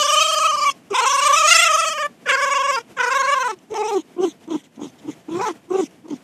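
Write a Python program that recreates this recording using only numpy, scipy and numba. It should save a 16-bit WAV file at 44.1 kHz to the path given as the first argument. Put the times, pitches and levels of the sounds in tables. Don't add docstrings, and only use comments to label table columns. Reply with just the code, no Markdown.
import sys
import numpy as np
from scipy import signal
from scipy.fft import rfft, irfft, next_fast_len
from scipy.io import wavfile
from scipy.ndimage import uniform_filter1d
from numba import njit

SR = 44100
rng = np.random.default_rng(int(sys.argv[2]) if len(sys.argv) > 2 else 0)


def store_wav(level_fs):
    pcm = np.round(np.clip(np.atleast_2d(level_fs), -1, 1) * 32767)
    wavfile.write(sys.argv[1], SR, pcm.T.astype(np.int16))


def volts_from_decibels(level):
    exponent = np.asarray(level, float) / 20
    return 10 ** exponent


N = 275139
HOP = 32
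SLACK_HZ = 340


def voice(count=34):
    # t/s, jaw resonance f/Hz, tongue resonance f/Hz
    cavities = [(0, 1266, 3140), (.35, 1295, 3220), (.7, 1108, 2528), (.96, 1044, 2475), (1.4, 1192, 2998),
                (1.54, 1375, 2300), (1.72, 1248, 2793), (2.05, 1274, 2175), (2.3, 1428, 2223),
                (2.6, 1070, 2435), (3.02, 1249, 2265), (3.4, 1146, 2517), (3.72, 874, 2326),
                (3.95, 875, 2352), (4.2, 847, 3034), (5.2, 850.4, 2830), (5.44, 972, 2317),
                (5.8, 876, 2926)]
    # t/s, jaw width/Hz, tongue width share
    widths = [(0, 400, 0.78), (.2, 320, 1.01), (.45, 280, 1.01), (.7, 347, 0.9), (.96, 451, 1.01),
              (1.2, 402, 0.78), (1.5, 400, 1.01), (1.75, 350, 1.4), (2.05, 349, 1.3), (2.3, 500, 0.88),
              (2.6, 446, 1.01), (3.02, 603, 1.2), (3.2, 599, 1.01), (3.45, 498, 1.3), (3.8, 404, 0.89),
              (4.2, 400, 0.89), (5.44, 504, 0.67), (5.8, 400, 1.05)]
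    # f/Hz, level/dB
    teeth_colour = [(3500, -4), (4400, 5.5), (5210, 5), (6200, 2.5), (8530, -7.5), (9780, -14.5),
                    (11200, -18), (13300, -22), (15500, -38.5)]

    t = np.arange(N // HOP + 2) * HOP / SR
    hz, db, dip_db, (held_hz, lift_db, rasp_db, bite_db, rough) = flutter(t, rise=.24, fall_s=.0052)
    jaw_db, tongue_db, teeth_db = mouth(held_hz, lift_db, rasp_db, bite_db)
    jaw_hz, tongue_hz = rows(cavities, t)
    jaw_width_hz, tongue_share = rows(widths, t)
    tongue_width_hz = tongue_share * np.clip(11.0 * (held_hz - SLACK_HZ), 650., 1500.)
    rough = rough - .0012 * dip_db

    f = np.arange(1, count + 1)[:, None] * hz
    scatter = np.exp(2j * np.pi * rng.random((count, 1)))
    teeth = shape(teeth_colour, f) * (f > 3600) * (f < 15500) * scatter
    teeth = teeth / np.sqrt(np.sum(np.abs(teeth) ** 2, axis=0))

    voiced = np.clip((hz - SLACK_HZ) / 200, .15, 1)
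    partial = volts_from_decibels(0.62 * dip_db) * cavity(f, hz, 66.0)
    partial = partial + volts_from_decibels(jaw_db) * cavity(f, jaw_hz, jaw_width_hz)
    partial = partial - volts_from_decibels(tongue_db + .9 * dip_db) * cavity(f, tongue_hz, tongue_width_hz)
    partial = partial + voiced * volts_from_decibels(teeth_db + 2.5 + .15 * dip_db) * teeth
    partial = partial * volts_from_decibels(np.clip(f / 1000, .6, 5.) * walk(35, count, len(t), SR / HOP))
    gain = volts_from_decibels(db) / np.sqrt(np.sum(np.abs(partial) ** 2, axis=0))
    partial = partial * gain * np.sqrt(2)

    hiss_db = np.minimum(teeth_db + 20 * np.log10(gain * voiced), db - 11)
    hiss_db = uniform_filter1d(hiss_db - 1.35 * dip_db * (db > -45), size=16)

    fine = np.arange(N) / SR
    fray_rad = (.05 - .12 * dip_db) * walk(160, count, len(t), SR / HOP)
    shake = np.interp(fine, t, rough) * walk(430, 2, N, SR)
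    phase = 2 * np.pi * np.cumsum(np.interp(fine, t, hz) * (1 + .3 * shake[0])) / SR
    k = np.arange(count)[:, None]
    fray_share = np.minimum(k, 6) * np.minimum(k / 4, 1)
    sound = sing(partial, fray_share * fray_rad, phase, HOP)
    return sound * (1 + 1.3 * shake[1]), phase, np.interp(fine, t, hiss_db)


def flutter(t, rise, fall_s):
    s, crest_hz, crest_db, sag, dip_db, *colour = flaps()
    flap_hz, flap_db = crest_hz * (1 - sag), crest_db - dip_db
    k = np.clip(np.searchsorted(s, t, side="right") - 1, 0, len(s) - 1)
    j = np.minimum(k + 1, len(s) - 1)

    snap = np.where(dip_db[k] > 20, .85, 1)
    rise_s = rise * np.clip(s[j] - s[k], .015, .045) * snap
    after = np.exp(-((t - s[k]) / rise_s) ** 1.5)
    before = np.exp(-(np.abs(s[j] - t) / fall_s) ** 2) * (j > k)
    slack = np.exp(-(np.abs(t - s[k]) / (.85 * rise_s)) ** 2.3)
    drop = before ** (1 / 1.2 ** 2)
    creep = np.clip((s[j] - t) / (s[j] - s[k] + 1e-9), 0, 1)
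    slack = slack + .2 * (creep - .35 - slack)

    hz = crest_hz[k] + (flap_hz[k] - crest_hz[k]) * slack + (flap_hz[j] - crest_hz[k]) * drop
    db = crest_db[k] + (flap_db[k] - crest_db[k]) * after + (flap_db[j] - crest_db[k]) * before
    db = db + 2 * (.5 - creep) * (1 - after) * (1 - before)
    held = [uniform_filter1d(c[k], size=30) for c in (crest_hz, *colour)]
    return hz, db, np.clip(db - crest_db[k], -20, 0), held


def flaps():
    # t/s, pitch at the flap f/Hz, pitch after it f/Hz, level after it/dB, dip/dB
    flaps_a = [(-0.008, 602, 595.5, -14, 3.5), (0.034, 517.4, 585.6, -15.5, 5), (0.072, 514, 601, -14, 11),
               (0.113, 537, 617.3, -13, 7), (0.156, 550, 614, -11, 8.5), (0.196, 563, 639.5, -10.5, 7),
               (0.236, 580, 638, -14.5, 5.5), (0.273, 583.4, 641.6, -16, 5), (0.314, 567, 634, -15, 7.5),
               (0.353, 564.5, 622, -15.5, 9), (0.394, 549, 637.4, -15.5, 6), (0.436, 566, 647, -12, 4.5),
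               (0.475, 572, 625, -15, 3.5), (0.517, 538, 601, -17, 4), (0.563, 512, 588.6, -19, 8),
               (0.603, 524, 596, -15.5, 8.5), (0.649, 530.5, 580.4, -13.5, 6.5),
               (0.679, 569, 555, -13.5, 0), (0.707, 550, 547, -26, 5)]
    flaps_b = [(0.898, 415.4, 412, -20.5, 38.5), (0.936, 368.4, 513, -16, 7.9),
               (0.974, 441.3, 521.5, -13.0, 7), (1.012, 410.4, 483, -16.5, 3.3),
               (1.05, 413, 539, -13.5, 4.3), (1.088, 479, 567.7, -15.5, 6.2), (1.128, 483, 558, -14, 4.7),
               (1.17, 486, 554.6, -14, 8.3), (1.208, 473.4, 581, -14.5, 8.5), (1.244, 533, 597, -12, 6.2),
               (1.284, 511.4, 566, -11, 8.7), (1.32, 508, 599, -10.5, 8.5), (1.354, 550, 654, -13.5, 3.3),
               (1.393, 595.4, 639.6, -13, 3.6), (1.428, 561, 619, -11.5, 6.3),
               (1.469, 585, 674, -10.5, 6.4), (1.5, 625.2, 699.3, -7, 8.0), (1.538, 631, 667, -8.5, 8.7),
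               (1.575, 602, 680, -9.5, 8.3), (1.611, 623.5, 700, -11, 7.4), (1.65, 625, 669.6, -13, 3.5),
               (1.685, 600, 634, -13.5, 6.1), (1.726, 563, 632, -12.0, 7.9),
               (1.767, 544.6, 664, -15.5, 7.1), (1.812, 585.6, 656, -18, 2.56),
               (1.85, 558, 642, -18.5, 3.7), (1.894, 582, 645.5, -22.5, 0.73), (1.937, 568, 614, -26, 1.5),
               (1.984, 530, 613, -21.5, 1.7), (2.03, 559, 585, -20, 1.5)]
    flaps_c = [(2.252, 537, 548, -24, 32), (2.28, 459, 572, -13.5, 10), (2.317, 489, 549, -15, 1.9),
               (2.362, 448, 557, -19, 3.9), (2.41, 491.4, 570, -16.0, 4.4), (2.456, 492, 553, -18, 3.0),
               (2.497, 495, 567, -16, 8.0), (2.542, 496, 562.6, -15.5, 7.4), (2.583, 489, 548, -17.5, 3.0),
               (2.628, 487, 560, -17.5, 7.0), (2.671, 504.5, 566.6, -15.5, 8.4),
               (2.716, 500, 540, -20.0, 2.7), (2.768, 459, 460.7, -19.5, 2.0),
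               (2.795, 476.4, 471, -35.5, 1.0)]
    flaps_d = [(2.962, 528, 533, -27, 32), (2.991, 452, 499, -15, 7.2), (3.023, 456.3, 492.7, -16, 6.3),
               (3.057, 446.7, 489.5, -17.5, 6.6), (3.097, 445, 536.5, -17.0, 8.5),
               (3.139, 460.4, 555.6, -15, 7.7), (3.183, 508, 550, -15.5, 7.0),
               (3.225, 475.6, 537, -18, 5.3), (3.265, 494, 565, -15.5, 8.5), (3.309, 524, 575.5, -14, 6.4),
               (3.35, 505, 536, -17, 6.5), (3.391, 479, 524, -19, 6.0), (3.435, 453.6, 497.5, -19.5, 4),
               (3.484, 415, 441.7, -23, 2.7), (3.521, 372, 371.3, -32, 1.1)]
    flaps_e = [(3.695, 428.5, 429.7, -25.5, 37), (3.743, 343.5, 459.6, -23.5, 8.3),
               (3.781, 387, 431.2, -19.5, 3.1), (3.828, 368, 435.8, -22.0, 1.3),
               (3.871, 399, 465.5, -23, 2.0), (3.914, 384.8, 416.1, -19, 4.5),
               (3.95, 386.7, 382.7, -15.5, 3.5), (3.984, 308.1, 306.7, -23.5, 2.7)]
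    # t/s, jaw lift/dB, rasp/dB, teeth lift/dB
    mouth_a = [(0, -4, 5.5, 1.5), (.1, -2, -3, -4.5), (.2, -4.5, 1.5, -8.5), (.3, -6.5, -8, -8.5),
               (.44, 3.5, -6, -8), (.55, 3, -2, -4.5), (.64, 4.5, 2, -2), (.7, 11.5, 17.5, 3),
               (0.721, 2.5, 19, 21.5)]
    mouth_b = [(.92, -12, 4.5, 3), (.95, 6, 18.5, 12.5), (1.05, 5, 10.5, 11), (1.25, 2, -0.5, 0),
               (1.45, -0.5, -10.5, -9.5), (1.54, -2, -2.5, -1.5), (1.72, 0, -15, -13),
               (1.9, -4.5, -10.5, -7), (2.05, -4, -6, -15)]
    mouth_c = [(2.259, -12, -8, -16.5), (2.3, 2.5, 12, -4), (2.397, -2, -5.5, -4.5), (2.56, -1, 3, -5.5),
               (2.69, -2.5, -2, -9), (2.74, -3, 5, 1), (2.786, 9.5, 5.5, 9.5), (2.81, -8.5, 15, 8.5)]
    mouth_d = [(2.97, -5, 2.5, -13), (3.01, 6, 16, 4), (3.08, 0, 0, 4), (3.16, 0.5, -3.5, -2.5),
               (3.25, -1.5, -9, -4.5), (3.31, -1, -5.5, -14), (3.41, 2, -1, 1.5), (3.502, 9.5, 8.5, 12.5),
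               (3.54, -5, 13, 25)]
    mouth_e = [(3.72, -14, -3, -6), (3.76, 3.5, 11.5, 7.5), (3.8, 0, 1.5, 5), (3.87, -2, 6.5, 5),
               (3.93, 1.5, -2.5, 8), (3.965, -3.5, -30, 8), (4.0, 1, -9, 2)]
    whine_ends = .724, 2.073, 2.82, 3.548, 4.006
    # t/s, pitch f/Hz, level/dB, dip before it/dB
    yip_puffs = [(4.161, 340, -26.5, 39.5), (4.175, 360, -18, 26.5), (4.216, 386, -14.5, 13),
                 (4.257, 345, -22.5, -3), (4.473, 313, -27, 30.5), (4.485, 314, -28, 4),
                 (4.496, 341, -21.5, 17), (4.53, 318, -20, 7), (4.771, 268, -31.5, 16.5),
                 (4.789, 312, -32, 34.5), (4.806, 295, -26, 16.5), (4.843, 310, -32, -1),
                 (5.042, 300, -32.5, 13.5), (5.07, 301, -26, 15.5), (5.278, 305, -25.5, 24.5),
                 (5.299, 320, -25.5, 9.5), (5.347, 346, -22, 3.5), (5.385, 400, -20, 13.5),
                 (5.421, 497, -22, 1.5), (5.457, 440, -21, 3), (5.493, 371, -25, -0.5),
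                 (5.684, 329, -39.5, 4), (5.698, 364, -17, 32.5), (5.728, 390, -16, 15),
                 (5.771, 383, -15.5, 17.5), (5.815, 320, -21, 8), (6.042, 321, -37, 6),
                 (6.073, 357, -35, 57), (6.098, 301, -26, 16.5), (6.124, 291, -21.5, 6)]
    # t/s, jaw lift/dB, rasp/dB, teeth lift/dB, roughness (0-1)
    yip_ends = [
        (4.283, -3.5, 3, -9.5, 0.09),
        (4.564, 3.5, 9, 2, 0.18),
        (4.869, 8, 0, -9, 0.35),
        (5.105, 2.5, 9, 0, 0.3),
        (5.41, 4, 10, 5.5, 0.15),
        (5.512, 4.5, -3, 9.5, 0.1),
        (5.839, -2, -6, -8, 0.11),
        (6.14, 3, 0, 13, .25),
    ]
    pause_db, close_dip_db = -73, 18.5
    tail_s, tail_drop_db, tail_sag = .026, 17.5, .14

    out = []
    tables = (flaps_a, flaps_b, flaps_c, flaps_d, flaps_e)
    curves = (mouth_a, mouth_b, mouth_c, mouth_d, mouth_e)
    for curve, table, end in zip(curves, tables, whine_ends):
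        last_hz, last_db = table[-1][2], table[-1][3]
        closing = (end, last_hz, last_hz, pause_db, pause_db - last_db + close_dip_db)
        s, low_hz, hz, db, dip_db = np.transpose([*table, closing])
        rough = .008 + .12 * np.exp(-(s - s[0]) / .1) * (s[0] > 0)
        lifts = rows(curve, s + np.gradient(s) / 2)
        out += list(np.transpose([s, hz, db, 1 - low_hz / hz, dip_db, *lifts, rough]))

    start = 0
    for end, *colour in yip_ends:
        puffs = [(s, hz, db, .035, dip_db, *colour) for s, hz, db, dip_db in yip_puffs if start < s < end]
        out += puffs
        hz, db = puffs[-1][1] * (1 - tail_sag), puffs[-1][2] - tail_drop_db
        if not any(0 < s - end < tail_s for s, *_ in yip_puffs):
            out += [(end, hz, db, 0, -tail_drop_db, *colour)]
            out += [(end + tail_s, hz, pause_db, 0, pause_db - db + close_dip_db / 2, *colour)]
        start = end
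    return np.transpose(out)


def mouth(held_hz, lift_db, rasp_db, bite_db):
    climb = held_hz - SLACK_HZ
    jaw_db = np.minimum(-16.5 + 0.15 * climb, 10) + lift_db
    tongue_db = -37.5 + 0.1688 * climb + rasp_db
    teeth_db = -30.5 + 0.1268 * climb + bite_db
    return jaw_db, tongue_db, teeth_db


def cavity(hz, centre_hz, width_hz):
    h = 1 / (1 + 1j * (hz / centre_hz - centre_hz / hz) * centre_hz / width_hz) ** 2
    return h / np.sqrt(np.sum(np.abs(h) ** 2, axis=0))


@njit
def sing(partial, wobble, phase, hop):
    out = np.zeros(len(phase))
    for i in range(len(phase)):
        j = i // hop
        u = i / hop - j
        for k in range(len(partial)):
            a = partial[k, j] + u * (partial[k, j + 1] - partial[k, j])
            angle = (k + 1) * phase[i] + wobble[k, j] + u * (wobble[k, j + 1] - wobble[k, j])
            out[i] += a.real * np.cos(angle) - a.imag * np.sin(angle)
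    return out


def breath(phase, hiss_db):
    # start t/s, swell/s, fade/s, level/dB
    pant_table = [(3.588, 0.00094, 0.0041, -53.5), (3.712, 0.00078, 0.0054, -46),
                  (3.74, 0.00095, 0.0057, -34.5), (5.909, 0.000898, 0.005, -54.5), (4.476, .001, .005, -52),
                  (4.503, .001, 0.0078, -48), (6.081, .002, 0.0065, -50.5), (6.1, .002, .014, -49),
                  (3.957, 0.0094, 0.06, -43.5), (4.193, 0.039, 0.1, -41.5), (4.43, 0.012, 0.0086, -57.5),
                  (4.487, 0.043, 0.1, -44), (4.632, 0.011, 0.032, -52), (4.754, 0.0071, 0.015, -56),
                  (4.795, 0.041, 0.076, -45.5), (4.977, 0.013, 0.022, -54.5), (5.052, 0.064, 0.03, -48.5),
                  (5.172, 0.018, 0.042, -66), (5.284, 0.081, 0.0319, -44), (5.442, 0.029, 0.062, -38.5),
                  (5.69, 0.11, 0.082, -39.5), (5.918, 0.015, 0.026, -82), (6.072, 0.088, 0.02, -51.5)]
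    # f/Hz, level/dB
    air = [(350, -40), (700, -20), (1250, -17), (1900, 3.5), (2500, -4), (3300, 5.5), (4600, -6),
           (5500, -0.5), (6400, 3), (7600, -5), (9200, -11), (11000, -16), (13300, -21), (15500, -37.5)]
    t = np.arange(N) / SR
    pants = 0
    for s, swell, fade, db in pant_table:
        pants = pants + volts_from_decibels(db) * np.interp(t - s, [0, swell, swell + .8 * fade, swell + fade], [0, 1, .45, 0])
    puff = 1 + .45 * np.cos(phase)
    return (volts_from_decibels(hiss_db - 6) + pants) * puff * patchy(hiss(air, 2000.), spread_db=4.)


def patchy(x, spread_db):
    _, _, z = signal.stft(x, nperseg=256)
    field = uniform_filter1d(walk(25, len(z), z.shape[1], SR / 128), size=4, axis=0)
    return signal.istft(z * volts_from_decibels(spread_db * field / field.std()), nperseg=256)[1][:N]


def cheek_pocket(fox):
    # t/s, f/Hz, share open (0-1)
    pocket = [(0, 3870, 0.5), (.6, 3540, 0.99), (1.1, 4650, 0.94), (1.42, 4561, 0.5), (1.52, 4433, 0),
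              (1.6, 4510, 0.64), (1.75, 4073, 1), (2.05, 3772, 0.99), (2.3, 4034, 0.57), (2.5, 4100, 0.91),
              (2.57, 3890, 0.8), (2.64, 4250, 0.95), (2.77, 4200, 1), (3., 4240, 0.5), (3.1, 4220, 0.7),
              (3.17, 4500, .7), (3.23, 4786, 1), (3.5, 4684, 0.95), (3.75, 4600, 0.8), (3.95, 4690, 1),
              (4.3, 4831, 0.6), (6.2, 4199, 0.34)]
    hz, share = rows(pocket, np.arange(N) / SR)
    hz = hz * (1 + .015 * walk(9, 1, N, SR)[0])
    share = np.clip(share + .05 + .04 * walk(5, 1, N, SR)[0], 0, 1)
    hollow = notch(fox, hz, 480.0)
    hollow = notch(hollow, 0.97 * hz, 400.)
    hollow = notch(hollow, 1.055 * hz, 430.0)
    return fox + share * (hollow - fox)


def nasal_branch(fox):
    # t/s, f/Hz, share (0-1)
    nasal = [(0, 1910, 1), (.35, 1950, 0.75), (.5, 1721, 1), (.75, 1690, 1), (1., 1793, 0.75),
             (1.3, 1880, 0.4), (1.5, 1698, 0.36), (2.05, 2193, 0), (2.3, 1937, 0.24), (3.5, 1892, 0.19),
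             (3.8, 1600, 0.5), (4.2, 1755, 0.88), (5.2, 1751, 0.77), (5.45, 1752, 0.14), (5.7, 1748, 1)]
    hz, share = rows(nasal, np.arange(N) / SR)
    return fox + np.clip(share, 0, 1) * (notch(fox, hz, 500.0) - fox)


def high_notches(fox):
    # t/s, lower f/Hz, upper f/Hz, share (0-1)
    high_bands = [(0, 9660, 12840, 0.7), (.3, 9500, 12400, 0.8), (.7, 9600, 12770, 0.7), (.95, 9990, 12800, .6),
                  (1.3, 9310, 12300, 0.6), (1.6, 10320, 12600, .7), (2.05, 9785, 12500, .7),
                  (2.3, 10160, 12360, .8), (2.55, 10010, 12030, .9), (2.8, 10000, 12300, 0.8),
                  (3.0, 10000, 12300, .8), (3.3, 9910, 12400, .9), (3.55, 9700, 12200, .8),
                  (4.0, 9696, 12200, 0.8), (6.2, 9700, 12200, .3)]
    low_hz, high_hz, share = rows(high_bands, np.arange(N) / SR)
    drift = 1 + .012 * walk(8, 1, N, SR)[0]
    share = np.clip(share + 0.18 * walk(12, 1, N, SR)[0], 0, 1)
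    hollow = notch(fox, drift * low_hz, 810.0)
    hollow = notch(hollow, 1.03 * low_hz, 830.0)
    hollow = notch(hollow, high_hz / drift, 900.)
    return fox + share * (hollow - fox)


@njit
def notch(x, hz, width_hz):
    y, b, l = np.empty(len(x)), 0., 0.
    for i in range(len(x)):
        g, k = np.tan(np.pi * hz[i] / SR), width_hz / hz[i]
        v = (b + g * (x[i] - l)) / (1 + g * (g + k))
        b, l, y[i] = 2 * v - b, l + 2 * g * v, x[i] - k * v
    return y


def chest():
    # t/s, length/s, pitch f/Hz, level/dB
    grunts = [(0.893, 0.042, 120, -44.5), (2.257, 0.035, 128.6, -46.5), (2.96, 0.077, 130.4, -47),
              (3.554, 0.047, 250, -48.5), (3.7, 0.057, 110, -43.5), (4.17, .12, 170, -43.5),
              (4.477, .1, 176.6, -45), (4.781, 0.13, 160, -40), (5.055, 0.1, 140, -45),
              (5.28, 0.21, 162, -36.5), (5.527, 0.077, 1300, -55), (5.701, 0.13, 171.4, -51.5),
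              (6.08, 0.095, 159.3, -47.5)]
    t, f = np.arange(N) / SR, np.fft.rfftfreq(N, 1 / SR) + 1
    noise = rfft(rng.standard_normal(N))
    out = 0
    for s, length, hz, db in grunts:
        ring = 1 / (1 + (1.3 * max(hz / 250, 1) * (f / hz - hz / f)) ** 2)
        swell = np.interp(t - s, [0, length / 4, 0.75 * length, length], [0.00048, 0.8, 0.39, 0.016])
        out = out + volts_from_decibels(db) * swell * irfft(noise * ring / np.sqrt(np.mean(ring ** 2)), N)
    return out


def ground_echo(fox):
    t = np.arange(int(SR / 5)) / SR
    tail = uniform_filter1d(rng.standard_normal(len(t)), size=4) * volts_from_decibels(-60 * t / .11) * (t > .003)
    return signal.fftconvolve(fox, tail / np.sqrt(np.sum(tail ** 2)))[:N]


def yard():
    # f/Hz, level/dB
    rumble = [(28, -25.5), (60, -16.5), (236, -2.5), (599, -14.5), (673, -9.5), (774, -15.5), (1290, -22.5),
              (1830, -22), (2980, -23.5), (4030, -30), (7040, -30.5), (13500, -38.5), (15500, -59)]
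    return volts_from_decibels(-50 + 2.5 * walk(24.0, 1, N, SR)[0]) * hiss(rumble, 20.)


def hiss(spectrum, over_hz):
    f = np.fft.rfftfreq(N, 1 / SR)
    gain = shape(spectrum, f)
    return irfft(rfft(rng.standard_normal(N)) * gain / np.sqrt(np.mean(gain ** 2 * (f > over_hz))), N)


def shape(spectrum, hz):
    f, db = np.transpose(spectrum)
    return volts_from_decibels(np.interp(np.log(hz + 1), np.log(f), db))


def rows(table, t):
    s, *columns = np.transpose(table)
    return [np.interp(t, s, c) for c in columns]


def walk(rate, count, size, sr):
    k = max(int(sr / rate), 1)
    w = uniform_filter1d(uniform_filter1d(rng.standard_normal((count, size)), k), k)
    return w / w.std()


def scene():
    sound, phase, hiss_db = voice()
    fox = sound + breath(phase, hiss_db)
    fox = high_notches(nasal_branch(cheek_pocket(fox)))
    fox = signal.sosfilt(signal.butter(4, 170., "high", fs=SR, output="sos"), fox)
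    duck = 1 / (1 + 2.7 * np.sqrt(np.abs(uniform_filter1d(fox ** 2, size=4000))))
    return (fox + volts_from_decibels(-25) * ground_echo(fox) + chest() + duck * yard())[None]


def roll_off(x):
    return signal.sosfilt(signal.butter(12, 15670, fs=SR, output="sos"), x)


def record(dry):
    size = next_fast_len(N + 8192)
    f = np.fft.rfftfreq(size, 1 / SR)
    soft = dry / (1 + (dry / .93) ** 6) ** (1 / 6)
    top_step = np.where(f > 13900, volts_from_decibels(-5.0), 1)
    rumble_cut = 1 + volts_from_decibels(11.5) / (1 + (f / 70) ** 4)
    mix = irfft(rfft(soft, size) * top_step / rumble_cut, size)[:, :N]
    return roll_off(mix)


dry = scene()
out = record(dry)
store_wav(out)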